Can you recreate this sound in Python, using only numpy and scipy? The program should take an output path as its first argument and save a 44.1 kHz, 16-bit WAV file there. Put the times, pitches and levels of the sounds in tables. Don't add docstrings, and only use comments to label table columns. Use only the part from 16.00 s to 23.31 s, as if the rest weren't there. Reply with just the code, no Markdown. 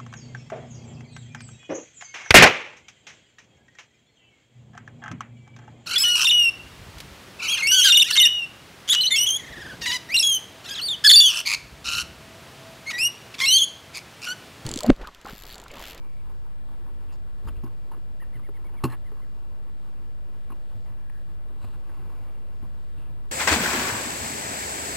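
import sys
import numpy as np
from scipy import signal
from scipy.fft import rfft, irfft, next_fast_len
from scipy.io import wavfile
from scipy.ndimage import uniform_filter1d

SR = 44100
rng = np.random.default_rng(int(sys.argv[2]) if len(sys.argv) > 2 else 0)


def master_out(mix):
    frames = np.transpose(np.atleast_2d(mix))
    ceiling = np.clip(frames, -1, 1)
    pcm = np.round(ceiling * 32767).astype(np.int16)
    wavfile.write(sys.argv[1], SR, pcm)


N = 322454
T = np.arange(N) / SR


def undb(db):
    return 10 ** (np.asarray(db) / 20)


def level(x, db):
    return x * undb(db) / np.sqrt(np.mean(x ** 2))


def add(out, s, x):
    i = int(s * SR)
    out[i:i + len(x)] += x[:N - i]


def decay(t, t60):
    return 1000 ** (-t / t60)


def ring(x, hz, width_hz):
    return signal.lfilter(*signal.iirpeak(hz, hz / width_hz, fs=SR), x)


def ring_twice(x, hz, width_hz):
    return ring(ring(x, hz, width_hz), hz, width_hz)


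def walk(rate):
    hold = int(SR / rate)
    steps = np.repeat(rng.standard_normal(N // hold + 1), hold)
    return 1.3 * uniform_filter1d(uniform_filter1d(steps, hold), hold)[:N]


def bed(spectrum, swell_db, flicker_db):
    size = next_fast_len(N)
    log_hz = np.log(np.arange(size // 2 + 1) * SR / size + 1)
    points = np.array(spectrum)
    colour_db = np.interp(log_hz, np.log(points[:, 0]), points[:, 1], -150, -150)
    colour = rfft(rng.standard_normal(size)) * undb(colour_db)
    out, swell, half_octave = 0, walk(1.5), np.log(2) / 2
    for centre in np.log(14) + half_octave * np.arange(20):
        share = np.clip(1 - abs(log_hz - centre) / half_octave, 0, 1)
        band = irfft(colour * share, size)[:N]
        out = out + band * undb(swell_db * swell + flicker_db * walk(9.7))
    return out


# frequency in Hz, relative density in dB per Hz.
AIR = [(11, -31.5), (18, 0.5), (49, -1.5), (87, -8.5), (198, -16.5), (322, -21.5), (355, -23.5), (391, -21),
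       (549, -21.5), (870, -30.5), (1010, -32), (1710, -32.5), (1980, -35.5), (4860, -41), (5900, -41),
       (7670, -81), (13000, -120)]


def air():
    return level(bed(AIR, swell_db=.4, flicker_db=1.2), -49)


# middle in seconds, rms level in dB before fading and flutter, pitch in Hz.
WHIRRS = [(.06, -70.5, 2300), (5.17, -70, 1680), (6.2, -71, 2300)]
WHIRR_HOLD_S, WHIRR_FADE_DB_PER_S, WHIRR_WIDTH_HZ = .17, 110, 260


def whirr():
    out, noise = 0, rng.standard_normal(N)
    for s, db, hz in WHIRRS:
        band = level(ring_twice(noise, hz, WHIRR_WIDTH_HZ), db)
        outside_s = np.maximum(abs(T - s) - WHIRR_HOLD_S / 2, 0)
        out = out + band * undb(-WHIRR_FADE_DB_PER_S * outside_s)
    return out * undb(3 * walk(25))


# start in seconds, top of the unheard fundamental in Hz,
# level of the second partial in dB before flutter and echoes.
NOTES = [(2.197, 990, -52), (2.328, 1072, -55), (2.431, 1076, -55), (2.534, 1092, -57), (2.643, 1130, -58),
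         (2.756, 1133, -55.5), (3.045, 1035, -60), (3.206, 1050, -64)]
NOTE_S = .048
TOP_AT, RISE, FALL = .47, .18, .27
THIRD_DB, THIRD_START_DB, THIRD_OPEN_AT = -12, -24, .5


def bird():
    out, waver = np.zeros(N), 1 + .02 * walk(300)
    u = np.linspace(0, 1, int(NOTE_S * SR))
    climb = RISE * np.clip(1 - u / TOP_AT, 0, 1) ** 3
    drop = FALL * np.clip((u - TOP_AT) / (1 - TOP_AT), 0, 1) ** 2
    arch = 1 - climb - drop
    third_db = THIRD_START_DB + (THIRD_DB - THIRD_START_DB) * np.minimum(u / THIRD_OPEN_AT, 1)
    loudness = np.sin(np.pi * u ** 1.25) ** .45
    for s, hz, db in NOTES:
        pitch = hz * arch * waver[int(s * SR):][:len(u)]
        phase = 2 * np.pi * np.cumsum(pitch) / SR
        voice = np.sin(2 * phase) + undb(third_db) * np.sin(3 * phase)
        add(out, s, undb(db) * loudness * voice)
    out = out * undb(3 * walk(250))
    trees = rng.standard_normal(SR // 5) * decay(T[:SR // 5], .2)
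    echoes = signal.fftconvolve(out, trees / np.linalg.norm(trees))[:N]
    return out + undb(-11) * echoes


# frequency in Hz, width in Hz,
# level in dB before the tilt.
SCUFF_BODY = [(334.6, 148, 3.5), (960, 490, 13.5), (1410, 120, -0.5), (2683, 340, 7), (4560, 260, -1),
              (5460, 1200, 1)]


def body(x, tilt_db):
    out = 0
    for hz, width_hz, db in SCUFF_BODY:
        gain = undb(db + tilt_db * np.log2(hz / 1000))
        out = out + gain * ring_twice(x, hz, width_hz) / np.sqrt(width_hz)
    return out


def stirring(db=-64):
    patches = undb(3.5 * walk(30) + 1.5 * walk(4))
    return level(body(rng.standard_normal(N) * patches, -6.0), db)


# start in seconds, level in dB, pitch in Hz.
THUDS = [(1.447, -31.5, 79), (1.465, -26.5, 44.3), (1.499, -31, 59), (1.57, -32, 52), (2.253, -41, 50),
         (2.35, -37, 122.6), (4.75, -36, 100.4), (4.898, -41.5, 107), (5.637, -34.5, 91.6),
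         (5.741, -43.5, 137), (5.99, -42.5, 136), (6.049, -34.5, 59.5), (6.201, -42, 104),
         (6.621, -37.5, 81), (6.971, -42, 125), (7.101, -43, 135)]
THUD_T60_S = .21


def thuds():
    out, t = np.zeros(N), T[:SR // 2]
    envelope = (1 - np.exp(-t / 0.0024)) * decay(t, THUD_T60_S)
    for s, db, hz in THUDS:
        rumble = level(ring(rng.standard_normal(len(t)), 2.32 * hz, 0.5 * hz), -12.5)
        swing = np.sin(2 * np.pi * hz * t)
        add(out, s, -undb(db) * (swing + rumble) * envelope)
    return out


# start in seconds, length in seconds,
# rms level in dB, pitch in Hz.
SCUFFS = [(0.255, 0.025, -64, 970), (0.293, 0.035, -61, 980), (0.463, 0.0075, -60.5, 1030),
          (0.682, 0.072, -63.5, 1010), (0.792, 0.029, -59.5, 330), (0.86, 0.0092, -59.5, 970),
          (0.878, 0.012, -63, 1000), (1.085, 0.048, -64.5, 2600), (1.119, 0.045, -60.5, 4900),
          (1.468, 0.032, -47, 1160), (1.47, .032, -61, 5030), (1.483, 0.014, -54.5, 2740),
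          (1.55, 0.034, -64.5, 2600), (1.638, .013, -64.5, 5040), (1.647, 0.048, -55, 1060),
          (1.914, 0.015, -49.5, 920), (1.929, 0.026, -53, 1070), (1.96, 0.023, -54.5, 340),
          (2.22, 0.013, -56.5, 1070), (2.392, 0.019, -60.5, 1050), (2.486, 0.0097, -47, 408),
          (2.636, 0.037, -58, 500), (2.69, 0.012, -60, 880), (2.802, 0.033, -56.5, 1080),
          (2.861, 0.052, -52, 1100), (2.892, 0.069, -46.5, 1670), (2.921, 0.023, -61.5, 2200),
          (3.114, 0.017, -52, 411), (3.131, 0.094, -61.5, 1020), (4.501, 0.019, -54.5, 1190),
          (4.517, 0.017, -62, 2670), (4.842, 0.11, -62.5, 1790), (5.097, 0.005, -59, 1890),
          (5.485, 0.058, -62, 600), (5.595, 0.19, -60, 4050), (5.64, 0.011, -52.5, 720),
          (5.726, 0.037, -59, 1380), (5.659, 0.68, -63, 445), (5.801, 0.78, -62.5, 1890),
          (5.892, 0.014, -59, 1520), (5.994, 0.014, -58, 780), (6.095, 0.019, -58, 1000),
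          (6.616, 0.054, -60.5, 1000), (6.973, 0.13, -65.5, 2700)]
TILT_DB, TILT_DB_PER_OCTAVE = -6, 2.5
RING_DB, RING_DB_PER_DOUBLING = -1, -2


def scuffs(grain_db=1.5):
    out = np.zeros(N)
    for s, length, db, hz in SCUFFS:
        u = np.linspace(0, 1, int(length * SR) + 2)
        noise, chance = rng.standard_normal((2, SR))[:, :len(u)]
        grains = noise * undb(grain_db * np.repeat(chance, 130)[:len(u)])
        grains = grains * undb(2.2 * np.repeat(chance[::-1], 700)[:len(u)])
        attack = np.minimum(u * length / (0.00084 + 0.099 * length), 1)
        grains = np.pad(grains * attack * (1 - u ** 3.1), (0, SR // 50))
        own = ring_twice(grains, hz, 0.22 * hz)
        tilt_db = TILT_DB + TILT_DB_PER_OCTAVE * np.log2(hz / 1000)
        own_db = RING_DB + RING_DB_PER_DOUBLING * np.log2(length / .015)
        rub = level(body(grains, tilt_db), 0) + level(own, own_db)
        add(out, s, level(rub, db))
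    return out


# start in seconds, level in dB, contact in ms, tilt in dB per octave.
KNOCKS = [(1.636, -25, 1.9, 6.5), (2.8375, -18, 0.37, 2.5), (2.84, -21, 0.11, 1), (2.852, -19.5, 0.38, 0.8),
          (2.901, -58, 0.12, 7.5), (2.922, -53.5, 0.12, 7.5), (4.501, -37.5, 1.26, 6),
          (4.52, -39.5, 0.81, 8), (6.625, -38, 1.9, 4)]
# frequency in Hz, level in dB before tilt and scatter,
# time to fall 60 dB in seconds.
DOOR = [(121.6, 1, 0.22), (248, 1, 0.087), (316, -7, 0.12), (369.6, -5, 0.096), (430, -14.5, 0.078),
        (448, -17.5, 0.062), (571, -24.5, 0.075), (885, -25, 0.11), (904, 0.5, 0.0079), (940, -7.5, 0.037),
        (1005, -15, 0.1), (1084, 0, 0.034), (1240, -41, 0.047), (1680, -37, 0.032), (2010, -52, 0.024),
        (2600, -42, 0.036), (2660, -33, 0.04), (3230, -24.5, 0.01), (3800, -39, .05), (4140, -15.5, 0.041),
        (5400, -26, 0.056)]
RATTLE_DB, RATTLE_DB_PER_DOUBLING = -19.5, -6.5


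def door():
    out, t = np.zeros(N), T[:SR // 3]
    hz, db, t60 = np.transpose(DOOR)[:, :, None]
    side = (-1) ** np.arange(len(DOOR))[:, None]
    swings = np.sin(2 * np.pi * hz * t) * decay(t, t60)
    for s, blow_db, ms, tilt_db in KNOCKS:
        contact = t[:SR // 50] / ms
        push = contact ** 2 * np.exp(-6000 * contact)
        scatter_db = 0.55 * rng.standard_normal(hz.shape)
        gain = side * undb(db + tilt_db * np.log2(hz / 400) + scatter_db)
        modes = (gain * swings).sum(0)
        add(out, s, undb(blow_db) * np.convolve(modes, push / push.sum()))
        rattle_db = blow_db + RATTLE_DB + RATTLE_DB_PER_DOUBLING * np.log2(ms)
        rattle = level(body(rng.standard_normal(len(t)), 0.12), rattle_db)
        add(out, s, rattle * (decay(t, 0.017) + 0.25 * decay(t, 0.097)))
    return out


def scene():
    mono = door() + scuffs() + thuds() + stirring() + bird() + whirr() + air()
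    return np.array([mono, mono])


# frequency in Hz,
# relative density in dB per Hz.
SIDE_NOISE = [(18, 2), (60, 6), (250, -31), (600, -47), (1000, -30.5), (2000, -20.5), (5300, -22.5),
              (5900, -44), (6600, -26), (8000, -28.5), (8600, -48)]
OFFSET = (-.0305, .0283)
GUARD_HZ, TOP_HZ = 5750, 15150


def record(dry):
    guard = signal.butter(10, GUARD_HZ, fs=SR, output="sos")
    guarded = signal.sosfiltfilt(guard, dry)
    slow = signal.resample_poly(guarded, 40, 147, axis=1)
    steps = np.repeat(slow, 4, axis=1)
    held = signal.resample_poly(steps, 147, 160, axis=1)
    held = np.pad(held, ((0, 0), (0, 8)))[:, 5:N + 5]
    side_noise = level(bed(SIDE_NOISE, swell_db=1.5, flicker_db=3), -72)
    held = held + side_noise * np.array([[1], [-1]])
    top_cut = signal.ellip(8, .1, 50, TOP_HZ, fs=SR, output="sos")
    return signal.sosfiltfilt(top_cut, held) + np.array(OFFSET)[:, None]


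dry = scene()
out = record(dry)
master_out(out)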